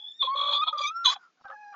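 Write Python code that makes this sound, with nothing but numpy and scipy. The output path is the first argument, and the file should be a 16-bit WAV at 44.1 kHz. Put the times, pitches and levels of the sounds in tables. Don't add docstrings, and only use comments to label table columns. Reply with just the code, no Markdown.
import sys
import numpy as np
from scipy import signal
from scipy.fft import rfft, irfft
from scipy.io import wavfile
from scipy.ndimage import uniform_filter1d

SR = 44100
rng = np.random.default_rng(int(sys.argv[2]) if len(sys.argv) > 2 else 0)


def nominal_scale(level):
    x = np.asarray(level, float) / 20
    return 10 ** x


def materialize(psi):
    bounded = np.clip(np.atleast_2d(psi).T, -1, 1)
    quanta = np.round(bounded * 32767).astype(np.int16)
    wavfile.write(sys.argv[1], SR, quanta)


N = 77175
T = np.arange(N) / SR


def follow(curve):
    t, value = np.array(curve).T
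    return np.interp(T, t, value)


def band(x, hz, width_hz):
    b, a = signal.iirpeak(hz, hz / width_hz, fs=SR)
    return signal.lfilter(b, a, signal.lfilter(b, a, x))


def unit(x):
    return x / np.sqrt(np.mean(np.abs(x) ** 2))


def walk(rate_hz):
    sos = signal.butter(4, rate_hz, fs=SR, output="sos")
    settled = signal.sosfilt(sos, rng.standard_normal(2 * N))[N:]
    return unit(settled)


def hiss(hz, width_hz):
    return unit(band(rng.standard_normal(N), hz, width_hz))


def grainy(curve, width_hz, steady):
    turn = np.exp(2j * np.pi * np.cumsum(follow(curve)) / SR)
    tremble = (walk(width_hz) + 1j * walk(width_hz)) / 2
    return unit(np.imag((steady + tremble) * turn))


def controls(table):
    rows = np.array(table, float)
    t = rows[:, 0]
    inside = 1. * ((T >= t[0]) & (T <= t[-1]))
    inside = uniform_filter1d(inside, size=200, mode="nearest")
    pitch = np.interp(T, t, rows[:, 1])
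    return pitch, [inside * nominal_scale(np.interp(T, t, column)) for column in rows.T[2:]]


# t/s, roughness (0 clear, larger is more chaotic, up to 1.4)
ROUGHNESS = [(.1, .4), (.13, .5), (.19, .3), (.2, .1), (.235, .25), (.26, .6), (.275, .03), (.34, .03),
             (.355, .6), (.56, .6), (.58, .1), (.645, .08), (.66, .22), (.72, .3), (.73, .1), (.78, .38),
             (.86, .35), (.9, .2), (.93, .03), (1.04, .02), (1.05, .3), (1.07, .12), (1.095, .15),
             (1.11, 1.4), (1.4, 1.4), (1.44, .9), (1.453, .08), (1.475, .1), (1.49, .8), (1.535, .7),
             (1.55, .22), (1.735, .22), (1.745, .6)]


def roughness():
    return follow(ROUGHNESS)


SMEAR_HZ = 45
WAVER, FLUTTER_DB = .0015, 2.5


def partials(pitch, pairs):
    rough = roughness()
    phase = 2 * np.pi * np.cumsum(pitch * (1 + WAVER * walk(30))) / SR
    out = 0
    for k, gain in pairs:
        rate_hz = SMEAR_HZ * (1 + k / 3)
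        smear = (walk(rate_hz) + 1j * walk(rate_hz)) / np.sqrt(2)
        share = np.clip(rough * (k / 2) ** .6, 0, 1)
        flicker = nominal_scale(FLUTTER_DB * (k > 1) * walk(40))
        turn = (np.sqrt(1 - share ** 2) + share * smear) * np.exp(1j * k * phase)
        out = out + np.sqrt(2) * gain * flicker * np.imag(turn)
    return out


PULSE_JITTER, PULSE_SCATTER_DB = .25, 2
BURST_HZ, BURST_DB = 70, 2.5


def rasp(gain, throat, rate_hz):
    spacing, strength = rng.standard_normal((2, int(2 * rate_hz * N / SR)))
    at = np.cumsum(SR / rate_hz * np.exp(PULSE_JITTER * spacing)).astype(int)
    within = at < N
    pulses = np.zeros(N)
    pulses[at[within]] = nominal_scale(PULSE_SCATTER_DB * strength)[within]
    pulses = (pulses - pulses.mean()) * nominal_scale(BURST_DB * walk(BURST_HZ))

    def ring(x):
        out = 0
        for k, (hz, width_hz, db) in enumerate(throat):
            out = out + (-1) ** k * nominal_scale(db) * band(x, hz, width_hz) / np.sqrt(width_hz)
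        return out

    return ring(pulses * gain) / np.std(ring(pulses))


# f/Hz, relative level/dB
HUSH_SPECTRUM = [(35, -55), (70, -29), (200, -3), (500, -6), (1200, -9.5), (2500, -11), (6600, -15),
                 (7500, -27), (9750, -49), (16500, -120)]
HUSH_DB = -76


def hush():
    f = np.maximum(np.arange(N // 2 + 1) * SR / N, 1)
    hz, db = np.array(HUSH_SPECTRUM).T
    shape = nominal_scale(np.interp(np.log(f), np.log(hz), db))
    noise = irfft(rfft(rng.standard_normal(N)) * shape, N)
    return unit(noise) * nominal_scale(HUSH_DB + walk(1.1))


# t/s, pitch f/Hz, level/dB of partials 1, 2, 4 and 6
WHINE_CALL = [(0.0, 846, -72, -73, -45.5, -86), (0.038, 852, -62, -86, -45, -77),
              (0.062, 846, -74, -76, -41, -82.5), (0.086, 878, -68.5, -78.5, -38, -75),
              (0.122, 871, -102, -80.5, -47, -78), (0.178, 919.6, -94.5, -74.5, -61.5, -65),
              (0.212, 892, -100, -91, -27, -91.5), (0.225, 855, -74, -60, -20, -63)]


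def whine():
    pitch, (first, second, fourth, sixth) = controls(WHINE_CALL)
    third, eighth = first * nominal_scale(-15.5), sixth * nominal_scale(-6.5)
    return partials(pitch, [(1, first), (2, second), (3, third), (4, fourth), (6, sixth), (8, eighth)])


# t/s, starting level/dB, f/Hz
BEDDING_TICKS = [(0.119, -55, 7090), (0.128, -70, 237), (1.412, -49.5, 950), (1.42, -52.5, 905),
                 (1.449, -49, 152), (1.484, -51.5, 3660)]


def ticks():
    out = np.zeros(N)
    for s, db, hz in BEDDING_TICKS:
        age = np.maximum(T - s, 0)
        out += nominal_scale(db) * np.sin(2 * np.pi * hz * age) * np.exp(-age / 0.0014)
    return out


CATCH_HZ, CATCH_JITTER = 56, .35


def catches():
    beat = np.sin(2 * np.pi * np.cumsum(CATCH_HZ * np.exp(CATCH_JITTER * walk(25))) / SR)
    return 1 / (1 + np.exp(-7 * (beat + .35 * walk(30) - .35)))


# t/s, pitch f/Hz, level/dB of partials 1, 2, 3 and 4, growl level/dB,
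# rasp level/dB before roughness and catches scale it
SCREECH_CALL = [(0.221, 1146, -44.5, -57.5, -22.5, -75, -72, -33.5),
                (0.228, 1098, -22, -46.5, -55, -79, -53.5, -25),
                (0.25, 1049, -38.5, -75.5, -59.5, -73.5, -40, -29.5),
                (0.266, 1049, -52, -71, -71.5, -95.5, -68.5, -32.5),
                (0.277, 1035, -26, -70, -73, -65, -63, -33),
                (0.301, 1065, -27.5, -75, -44.5, -55.5, -69, -37.5),
                (0.325, 1110, -29, -53.5, -63.5, -64, -81.5, -52),
                (0.342, 1105, -28, -52, -45, -53, -72, -59),
                (0.355, 1110, -26, -72.5, -58.5, -95.5, -38.5, -35),
                (0.389, 1132, -28.5, -48.5, -40.5, -81.5, -47, -31.5),
                (0.501, 1153, -28, -57, -44.5, -72.5, -43, -31),
                (0.543, 1153, -33.5, -63, -33.5, -45, -50.5, -21.5),
                (0.571, 1168, -29.5, -70.5, -31, -45, -51, -26.5),
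                (0.611, 1161, -28.5, -57.5, -29.5, -63.5, -75, -44.5),
                (0.623, 1250, -25, -37, -42.5, -53, -78, -51),
                (0.637, 1239, -21, -36, -34, -92, -83, -19.5),
                (0.653, 1241, -54, -52.5, -66, -82, -66, -39.5),
                (0.681, 1271, -24.5, -95, -80, -93, -66, -18),
                (0.722, 1250, -67, -86, -75, -90.5, -65.5, -48.5),
                (0.73, 1230, -27, -65, -54.5, -71.5, -50.5, -48),
                (0.765, 1179, -32, -67.5, -92, -87.5, -44, -50),
                (0.783, 1191, -31, -52.5, -32.5, -44, -75, -32.5),
                (0.809, 1155, -26.5, -64, -68, -50.5, -43, -34),
                (0.819, 1198, -29.5, -40.5, -46, -41, -54, -30),
                (0.857, 1152, -30.5, -35, -37, -54, -59, -36),
                (0.875, 1236, -32.5, -38.5, -26.5, -44.5, -87.5, -40),
                (0.901, 1230, -36, -43, -45, -74, -82, -42),
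                (0.913, 1305, -34, -71.5, -71.5, -71, -90.5, -57),
                (0.933, 1332, -45, -69, -84, -83.5, -97, -80),
                (0.965, 1362, -31, -84.5, -74, -50.5, -94.5, -69),
                (0.99, 1376, -34.5, -73.5, -79.5, -56.5, -93.5, -73.5),
                (1.033, 1372, -34.5, -71.5, -85, -66.5, -92, -79),
                (1.047, 1373, -35.5, -68, -44, -60, -80, -35)]
# f/Hz, single-pass width/Hz, weight level/dB
SCREECH_RESONANCES = [(3398.5, 92, 7), (3694, 250, -2), (4149, 190, -8.5), (2464, 200, -16.5),
                      (950, 410, -9), (4270, 920, -26.5), (1670, 700, -33.5), (3256, 250, -5.5)]
# t/s, f/Hz
GROWL_CURVE = [(.245, 543), (.45, 575)]
# t/s, depth level/dB
TONE_BREAKS = [(.235, -5), (.743, -4), (0.771, -19), (.804, -24), (0.831, -9), (.874, -5)]
# t/s, level/dB over the rasp
BEAK_HISS = [(.2, -43), (.6, -35.5), (.65, -59.5), (.76, -54), (.79, -20.5), (.88, -18), (.92, -31.5)]
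CATCH_DB, CATCHES_END_S = -10, .6
OPEN_S, SHUT_S = 0.67, .9
AIR_DB = -38


def screech():
    pitch, (first, second, third, fourth, growl, grit) = controls(SCREECH_CALL)
    rough = roughness()
    caught = catches() * (T < CATCHES_END_S)
    held = nominal_scale(CATCH_DB * caught * np.clip(2.4 * rough - .2, 0, 1))
    held = held * nominal_scale(sum(db * np.exp(-((T - s) / 0.0022) ** 2) for s, db in TONE_BREAKS))
    opened = uniform_filter1d(1. * (T > OPEN_S) * (T < SHUT_S), size=400)
    fifth = np.sqrt(second * third) * nominal_scale(-30 + 21.4 * opened)
    tones = partials(pitch, [(1, first * held), (2, second * held), (3, third),
                             (4, fourth * held), (5, fifth * held)])
    tones = tones + growl * grainy(GROWL_CURVE, width_hz=40, steady=.7)
    leak = first * nominal_scale(AIR_DB) * (hiss(1500, 500) + hiss(1900, 690))
    grit = grit * np.sqrt(rough) * nominal_scale(4.44 * caught + 1.0)
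    beak = grit * nominal_scale(follow(BEAK_HISS)) * hiss(6450, 1100)
    return tones + leak + rasp(grit, SCREECH_RESONANCES, rate_hz=1100) + beak


# t/s, length/s, level/dB at the height of the swell, f/Hz
CROAK_NOTES = [(0.662, 0.03, -36, 990), (0.667, 0.021, -45, 760), (0.698, 0.035, -47.5, 916),
               (1.15, 0.026, -45, 802)]


def croaks():
    out = 0
    for s, length, db, hz in CROAK_NOTES:
        swell = np.sin(np.pi * np.clip((T - s) / length, 0, 1))
        out = out + nominal_scale(db) * swell * grainy([(s, hz)], width_hz=50, steady=0.48)
    return out


# t/s, pitch f/Hz, level/dB of partials 1, 3 and 4,
# then level/dB of hiss, wheeze and rasp before their mixing factors
SQUAWK_CALL = [(1.035, 1264, -63, -86, -90.5, -64.5, -61, -73),
               (1.047, 1210, -43, -33, -75.5, -59.5, -50, -22),
               (1.057, 1139, -26.5, -44, -64, -49.5, -41.5, -19.5),
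               (1.066, 1063, -30.5, -27.5, -39, -52.5, -57.5, -13.5),
               (1.079, 985.6, -22.5, -46, -15, -45, -44, -24),
               (1.097, 1004, -30, -54.5, -41, -44.5, -37.5, -18.5),
               (1.111, 1093, -39, -45.5, -50.5, -44, -54, -28.5),
               (1.129, 1128, -34, -48, -49.5, -40, -45.5, -39),
               (1.139, 1031, -43, -43, -52, -49.5, -54.5, -35.5),
               (1.149, 901, -63, -78, -50, -58, -59, -63), (1.162, 821, -40.5, -57, -53, -98, -60, -50),
               (1.187, 695, -68.5, -87.5, -101, -83, -65, -79),
               (1.239, 733, -85.5, -94.5, -100.5, -74.5, -55.5, -88),
               (1.313, 872, -84.5, -106, -97, -100, -73.5, -104.5)]
# f/Hz, single-pass width/Hz, weight level/dB
SQUAWK_RESONANCES = [(3400, 100, 8), (4005, 147.3, -7), (640, 250, -22), (3890, 200, 3.5),
                     (3162, 130, -1.5), (2471, 50, -12.5), (1036.3, 510, -13.5), (6347, 340, -10),
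                     (1950, 390, -19)]
# t/s, f/Hz
WHEEZE_CURVE = [(1.2, 1492), (1.31, 1278)]


def squawk():
    pitch, (first, third, fourth, spit, air, grit) = controls(SQUAWK_CALL)
    wheeze = grainy(WHEEZE_CURVE, width_hz=54, steady=0) + 0.47 * hiss(1200, 490)
    spray = hiss(4900, 1100) + nominal_scale(-8.0) * hiss(6880, 480) + nominal_scale(-3) * hiss(1800, 1397)
    broken = np.clip(roughness() - .4, 0, .8)
    tone = first * np.sqrt(1 - broken ** 2)
    breath = first * broken * hiss(1080, 450)
    tones = partials(pitch, [(1, tone), (1.5, tone * nominal_scale(-26)), (3, third), (4, fourth)])
    harsh = rasp(grit * nominal_scale(-0.5), SQUAWK_RESONANCES, rate_hz=1600)
    return tones + air * wheeze + spit * spray + breath + harsh


# t/s, pitch f/Hz, level/dB of partials 1, 2, 3 and 5 (6 and 7 share the last),
# low tone level/dB, rasp level/dB
MOAN_CALL = [(1.37, 736.4, -87.5, -82, -100, -89, -87, -73.5),
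             (1.396, 745.3, -75, -68, -87.5, -103, -96, -77.5),
             (1.416, 794.6, -61.5, -102.5, -93.5, -80, -81.5, -68),
             (1.426, 752.5, -113, -104.5, -93.5, -82, -99, -103.5),
             (1.446, 761, -84.5, -63.5, -100, -90.5, -88, -43),
             (1.456, 805, -44.5, -46, -68, -73, -61, -48.5), (1.47, 786, -47, -44.5, -75.5, -99, -74, -69),
             (1.48, 750.5, -86, -54.5, -85.5, -73, -86, -49),
             (1.498, 769.4, -67, -53, -101, -86.5, -51.5, -45.5),
             (1.506, 720, -49, -59, -83.5, -79, -52, -42.5),
             (1.522, 850, -59.5, -48, -88.5, -85, -51.5, -45.5),
             (1.54, 852.4, -42, -49, -72, -79, -63, -47.5),
             (1.562, 835, -53.5, -51.5, -75.5, -81, -72, -102),
             (1.598, 842, -49, -56.5, -70.5, -85, -92, -83),
             (1.62, 838, -48, -53.5, -61.5, -79, -82.5, -81.5),
             (1.674, 823, -47, -55, -74, -78.5, -96, -81), (1.722, 829, -48, -51, -71, -79, -93.5, -89),
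             (1.728, 798, -45, -52, -62.5, -75.5, -99, -58), (1.75, 850, -65, -58, -75.5, -85.5, -82, -41)]
# f/Hz, single-pass width/Hz, weight level/dB
MOAN_RESONANCES = [(1250, 260, 10.5), (1710, 860, -15), (778, 150, 2), (2920, 990, -16.5),
                   (5500, 4100, -25)]
LOW_HZ = 539.5


def moan():
    pitch, (first, second, third, upper, low, grit) = controls(MOAN_CALL)
    tones = partials(pitch, [(1, first), (2, second), (3, third), (5, upper), (6, upper), (7, upper)])
    tones = tones + low * grainy([(0, LOW_HZ)], width_hz=40, steady=1)
    return tones + rasp(grit, MOAN_RESONANCES, rate_hz=300)


BOX_T60_S, BOX_DB = .1, -24


def nest_box(hen):
    age = T[:SR // 4]
    tail = rng.standard_normal(len(age)) * np.exp(-np.log(1000) * age / BOX_T60_S) * (age > .002)
    tail = tail / np.sqrt(np.sum(tail ** 2))
    return nominal_scale(BOX_DB) * signal.fftconvolve(hen, tail)[:N]


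RUMBLE_DB, RUMBLE_HZ = -46, 292


def rumble(hen):
    envelope = uniform_filter1d(np.abs(hen), size=400)
    return nominal_scale(RUMBLE_DB) * envelope * walk(RUMBLE_HZ)


def scene():
    hen = whine() + ticks() + screech() + croaks() + squawk() + moan()
    return (hush() + hen + nest_box(hen) + rumble(hen))[None]


def band_limit(x):
    return signal.sosfilt(signal.butter(12, 7650, fs=SR, output="sos"), x)


BEND = 0.019
TOP_HZ = 7450


def record(dry):
    square = dry ** 2
    bent = dry + BEND * (square - uniform_filter1d(square, size=3000))
    low_pass = signal.ellip(10, .3, 60, TOP_HZ, fs=SR, output="sos")
    return band_limit(signal.sosfilt(low_pass, bent))


dry = scene()
out = record(dry)
materialize(out)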